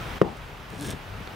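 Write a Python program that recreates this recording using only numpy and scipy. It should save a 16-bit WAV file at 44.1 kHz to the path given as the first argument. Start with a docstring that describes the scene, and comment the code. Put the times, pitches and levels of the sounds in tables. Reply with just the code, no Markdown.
"""A quiet outdoor wash and a low breeze run throughout.
At 0.2 s a boot heel stomps once on brick paving, close by; nearby walls throw the knock back.
A limiter ducks at the stomp and creeps back.
From 0.7 s the boot is dragged back: grit crackles and the sole judders.
From 1.1 s the foot settles in three soft bumps."""
import sys
import numpy as np
from scipy import signal
from scipy.fft import rfft, irfft, next_fast_len
from scipy.io import wavfile
from scipy.ndimage import uniform_filter1d, minimum_filter1d

SR = 44100
rng = np.random.default_rng(int(sys.argv[2]) if len(sys.argv) > 2 else 0)


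def output_pcm(signal):
    """Save a mono or channel-first signal as 16-bit PCM at the path in sys.argv[1].

    Samples are clipped to [-1, 1] before scaling.
    """
    pcm = np.clip(np.atleast_2d(signal).T, -1, 1) * 32767
    wavfile.write(sys.argv[1], SR, np.round(pcm).astype(np.int16))


N = 59535
TIME_S = np.arange(N) / SR
FFT_SIZE = next_fast_len(2 * N)
FREQ_HZ = np.fft.rfftfreq(FFT_SIZE, 1 / SR)

# far and near sounds (frequency [Hz], L-R correlation [0-1])
FAR_COHERENCE = [(100, 0.94), (250, 0.87), (500, 0.57), (1000, 0.49), (2000, 0.46), (4000, .7),
                 (8000, 0.57), (14000, 1)]
NEAR_COHERENCE = [(100, 0.98), (250, .98), (600, 0.36), (2000, 0.9), (8000, 1), (14000, 0.99)]
# background noise (frequency [Hz], level [dB])
WASH_SPECTRUM = [(10, -30), (35, -6), (60, -1), (160, 0), (260, -3), (600, -3), (1400, -3.7), (2000, -7.5),
                 (3100, -10.7), (4400, -18.3), (5800, -22), (7000, -26.5), (10000, -30), (16000, -31)]
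BREEZE_SPECTRUM = [(10, -35), (24, -19), (36, 4), (75, 0), (145, -2.5), (220, -20.5), (500, -35),
                   (3000, -79)]
# breeze strength (time [s], level [dB])
GUSTS = [(0, -38), (.15, -40), (.35, -35.5), (.62, -40.5), (.8, -36.5), (.95, -36.5), (1.04, -40),
         (1.11, -37.5), (1.21, -34), (1.27, -45), (1.35, -36)]

# boot bumps (time [s], thud level [dB], tick level [dB])
BUMPS = [(.733, -21.5, -60), (.761, -29, -60), (.882, -18.5, -60), (.928, -28.5, -48), (1.139, -28, -34),
         (1.205, -23, -50), (1.2745, -30.5, -20.5)]
# stick-slip of the sole (time [s], slip rate [Hz], level [dB])
JUDDER = [(0.782, 255, -35), (0.799, 290, -35), (0.817, 300, -29), (.84, 298, -31.5), (0.862, 230, -50)]
# dragged sole (time [s], rub level [dB], scrape level [dB], grit level [dB])
DRAG_LEVELS = [(.69, -68, -83, -61), (.74, -31, -46, -53.5), (.785, -50, -50, -47.5), (.82, -36, -41, -47),
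               (.86, -28.5, -36, -38), (.91, -28, -34, -39.5), (.94, -29, -43, -53), (.98, -46, -64, -74)]
# single grains snapping (time [s], level [dB], T60 [s])
SNAPS = [(.368, -48, 0.082), (.702, -38, 0.014), (.7455, -48, .025), (.7585, -41, .008),
         (.7988, -32.5, .008), (.8097, -22.5, 0.0084), (.8195, -32.5, .012), (.826, -28.5, .016),
         (.8625, -33, .012), (.9045, -25.5, .016), (.912, -27.5, 0.0067)]
# grit crushed by the heel (delay [s], level [dB])
CRACKS = [(0, -30.5), (.0028, -36.5), (.0053, -33)]
# contact noises (frequency [Hz], level [dB])
TICK_SPECTRUM = [(300, 15), (2200, 0), (4200, -2.5), (5500, -18.5), (16000, -53)]
RUB_SPECTRUM = [(30, -30), (90, -3), (150, 2), (230, -3), (430, -7), (600, -16), (1200, -24.5), (3000, -55),
                (9000, -80)]
SCRAPE_SPECTRUM = [(300, -10), (700, 1.5), (1400, -12), (1630, 7.5), (1850, -7.5), (2500, -7), (3550, -1),
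                   (4700, -14.5), (9000, -20), (16000, -47)]
GRIT_SPECTRUM = [(1500, -14), (4800, 0), (5600, 10.5), (6100, 0), (6500, 8), (7200, -2), (8300, 4.5),
                 (9200, 6.5), (10200, -2), (11000, -3), (12700, -9), (14000, -6), (16000, -5)]
SNAP_SPECTRUM = [(1500, -23), (4000, 2), (7000, -3), (8500, 4), (10200, -2.5), (12000, -6), (16000, -20)]
CRACK_SPECTRUM = [(500, -6), (2800, 5), (4000, -1), (5300, 1.5), (7000, -12.5), (11000, -11.5),
                  (16000, -23)]
# boot resonances (frequency [Hz], level [dB], T60 [s])
SOLE_MODES = [(110, -4, .05), (195, 0, .06), (397, -5, .035)]
HEEL_MODES = [(178.3, -3, 0.056), (409.4, 3.5, 0.019), (473, 10.5, 0.0054), (485, -11, 0.039),
              (1103, 1.97, 0.0064), (1857, -24.5, 0.03), (2800, -25, 0.013)]

# early reflections (delay [s], level [dB], L-R level [dB])
ECHOES = [(.0093, -14, 10), (0.0151, -16, 7), (.0325, -21, 5), (0.0476, -27, 15)]
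# diffuse reverberation (frequency [Hz], level [dB], T60 [s])
TAIL_BANDS = [(30, -22, .3), (79, -5, 0.51), (160, 3, 0.16), (258, -3, 0.43), (500, -6, 0.31),
              (800, -1.5, 0.35), (1160, -17, 0.47), (1760, -33.5, 1), (4100, -42, 1), (9000, -64, 0.33)]
# microphone pair balance, and the heel's extra share (frequency [Hz], L-R level [dB])
MIC_BALANCE = [(40, 4), (120, 4), (200, 7), (380, 1), (700, 1), (1300, -1), (2400, -1.5), (4400, -0.8),
               (9000, 0)]
HEEL_BALANCE = [(150, 2), (400, .3), (1000, 0)]
# heel arrival at the pair (frequency [Hz], L-R phase [rad])
HEEL_PHASE = [(60, -0.28), (200, -0.69), (420, -.95), (800, -0.98), (1300, -0.58), (2300, -0.95), (3600, 0)]

STOMP_S = .2154


def amp(db):
    """Decibels to gain."""
    return 10 ** (np.asarray(db) / 20)


def unit_rms(x):
    """Scales to rms 1."""
    return x / np.sqrt(np.mean(x ** 2) + 1e-20)


def curve(table, hz=FREQ_HZ, column=1):
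    """Interpolates a table over log frequency."""
    columns = np.transpose(table)
    return np.interp(np.log(hz + 1), np.log(columns[0] + 1), columns[column])


def envelope(table, column=1):
    """Gain over time from a dB table; silent outside it."""
    columns = np.transpose(table)
    return amp(np.interp(TIME_S, columns[0], columns[column], left=-np.inf, right=-np.inf))


def filtered(x, response):
    """Applies a frequency response."""
    return irfft(rfft(x, FFT_SIZE) * response, FFT_SIZE)[..., :N]


def pan(db):
    """Left and right gains for an L-R level."""
    return amp(np.array([np.atleast_1d(db), -np.atleast_1d(db)]) / 2)


def decay(start_s, t60_s):
    """Sudden onset, exponential fall."""
    return (TIME_S >= start_s) * np.exp(-np.log(1000) * np.maximum(TIME_S - start_s, 0) / t60_s)


def stereo(a, b, spectrum, coherence):
    """Two independent signals to a coloured, partly coherent pair, rms 1."""
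    correlation = np.clip(curve(coherence), -1, 1)
    gain = amp(curve(spectrum))
    mid = filtered(a, gain * np.sqrt(1 + correlation))
    side = filtered(b, gain * np.sqrt(1 - correlation))
    return unit_rms(np.array([mid + side, mid - side]))


def noise(spectrum, coherence=NEAR_COHERENCE):
    """Coloured stereo noise, rms 1."""
    return stereo(*rng.standard_normal((2, N)), spectrum, coherence)


def drift(samples):
    """Smoothed noise, rms 1."""
    return unit_rms(uniform_filter1d(rng.standard_normal(N), size=samples))


def ring(modes, start_s, swell_cycles=.82):
    """Damped modes, each swelling as the contact builds."""
    age_s = np.maximum(TIME_S - start_s, 0)
    total = np.zeros(N)
    for hz, db, t60_s in modes:
        swell = 1 - np.exp(-age_s * hz / swell_cycles)
        total += amp(db) * decay(start_s, t60_s) * swell * np.sin(2 * np.pi * hz * age_s)
    return total


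def wash(level_db=-36.5, patch_db=.68):
    """Distant outdoor noise with faint drifting patches."""
    bands = signal.stft(noise(WASH_SPECTRUM, FAR_COHERENCE), nperseg=512)[2]
    patches = uniform_filter1d(rng.standard_normal(bands.shape[1:]), size=8, axis=0)
    patches = unit_rms(uniform_filter1d(patches, size=8, axis=1))
    return amp(level_db) * signal.istft(bands * amp(patch_db * patches), nperseg=512)[1][:, :N]


def breeze():
    """Gusts rumble on the microphones."""
    return noise(BREEZE_SPECTRUM) * envelope(GUSTS)


def bumps(tick_t60_s=.012):
    """The boot catches on the paving and settles: soft thuds, each with a tick."""
    tick = noise(TICK_SPECTRUM)
    return sum(amp(thud_db) * ring(SOLE_MODES, start_s) + amp(tick_db) * tick * decay(start_s, tick_t60_s)
               for start_s, thud_db, tick_db in BUMPS)


def judder(rate_jitter=.041, overtone_db=-18):
    """The sole briefly sticks and slips at a nearly even rate."""
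    times_s, rates_hz, _ = np.transpose(JUDDER)
    slip_hz = np.interp(TIME_S, times_s, rates_hz) * (1 + rate_jitter * drift(samples=200))
    phase = 2 * np.pi * np.cumsum(slip_hz) / SR
    return envelope(JUDDER, column=2) * unit_rms(np.sin(phase) + amp(overtone_db) * np.sin(2 * phase))


def grains(spectrum, clicks_per_s=3700, spread_db=4.5, clump_db=1):
    """Rolling grit: dense, uneven clicks in clumps."""
    clumps_db = clump_db * drift(samples=180)
    sizes = amp(spread_db * np.minimum(rng.exponential(1, (2, N)), 4) + clumps_db)
    clicks = sizes * rng.choice([-1, 1], (2, N)) * (rng.random(N) < clicks_per_s / SR)
    return stereo(*clicks, spectrum, NEAR_COHERENCE)


def scuff():
    """The sole rubs over brick and rolls grit; a few grains snap."""
    rub = noise(RUB_SPECTRUM) * envelope(DRAG_LEVELS)
    scrape = grains(SCRAPE_SPECTRUM) * envelope(DRAG_LEVELS, column=2)
    grit = grains(GRIT_SPECTRUM) * envelope(DRAG_LEVELS, column=3)
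    snaps = noise(SNAP_SPECTRUM) * sum(amp(db) * decay(start_s, t60_s) for start_s, db, t60_s in SNAPS)
    return rub + scrape + grit + snaps


def wall_echoes(knock, cutoff_hz=1160):
    """Nearby walls return dull, delayed copies of the knock."""
    lowpass = 1 / (1 + (FREQ_HZ / cutoff_hz) ** 4)
    paths = sum(amp(db) * pan(side_db) * np.exp(-2j * np.pi * FREQ_HZ * delay_s)
                for delay_s, db, side_db in ECHOES)
    return filtered(knock, lowpass * paths)


def diffuse_tail(gain_db=-21.5, delay_s=.008, rise_s=.025):
    """The stomp's reverberation: noise that dies band by band."""
    hz, frames_s, bands = signal.stft(noise(TAIL_BANDS, FAR_COHERENCE), SR, nperseg=512)
    t60_s = curve(TAIL_BANDS, hz, column=2)[:, None]
    fall = amp(-60 * np.maximum(frames_s - STOMP_S, 0) / t60_s)
    rise = 1 - np.exp(-np.maximum(TIME_S - STOMP_S - delay_s, 0) / rise_s)
    return amp(gain_db) * rise * signal.istft(bands * fall, SR, nperseg=512)[1][:, :N]


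def stomp(gain_db=7, low_cut_hz=81, crack_t60_s=.009):
    """The heel, too small to radiate deep bass, knocks on brick and crushes grit; the walls answer."""
    highpass = (1j * FREQ_HZ / (1j * FREQ_HZ + low_cut_hz)) ** 2
    knock = filtered(ring(HEEL_MODES, STOMP_S), highpass)
    phase_split = np.exp(.5j * np.array([[1], [-1]]) * curve(HEEL_PHASE))
    direct = filtered(knock, pan(curve(HEEL_BALANCE)) * phase_split)
    bursts = sum(amp(db) * decay(STOMP_S + delay_s, crack_t60_s) for delay_s, db in CRACKS)
    crack = noise(CRACK_SPECTRUM) * bursts
    return amp(gain_db) * (direct + crack + wall_echoes(knock) + diffuse_tail())


def scene():
    """All sources at a microphone pair with fuller bass on the left."""
    mix = stomp() + scuff() + judder() + bumps() + wash() + breeze()
    return filtered(mix, pan(curve(MIC_BALANCE)))


def reduction_db(excess_db, s_per_10_db):
    """Gain reduction: jumps to each excess, recovers at a steady rate."""
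    recovery_db = 10 * TIME_S / s_per_10_db
    return np.maximum.accumulate(np.maximum(excess_db, 0) + recovery_db) - recovery_db


def record(dry, ceiling_db=-.36, lookahead_s=.03, threshold_db=-13, slope=.65, cutoff_hz=15800):
    """Slow-release look-ahead limiter, quicker compressor, low-pass."""
    peak = -minimum_filter1d(-abs(dry).max(0), 2 * int(lookahead_s * SR) + 1)
    duck_db = reduction_db(20 * np.log10(peak + 1e-9) - ceiling_db, s_per_10_db=3.95)
    limited = dry / amp(uniform_filter1d(duck_db, size=400))
    window = np.hanning(900)
    power_db = 10 * np.log10(signal.lfilter(window / window.sum(), 1, (limited ** 2).mean(0)) + 1e-12)
    compressed = limited / amp(reduction_db(slope * (power_db - threshold_db), s_per_10_db=.28))
    lowpass = signal.firwin(511, cutoff_hz, window=("kaiser", 9), fs=SR)
    return signal.oaconvolve(compressed, lowpass[None], "same")


dry = scene()
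out = record(dry)
output_pcm(out)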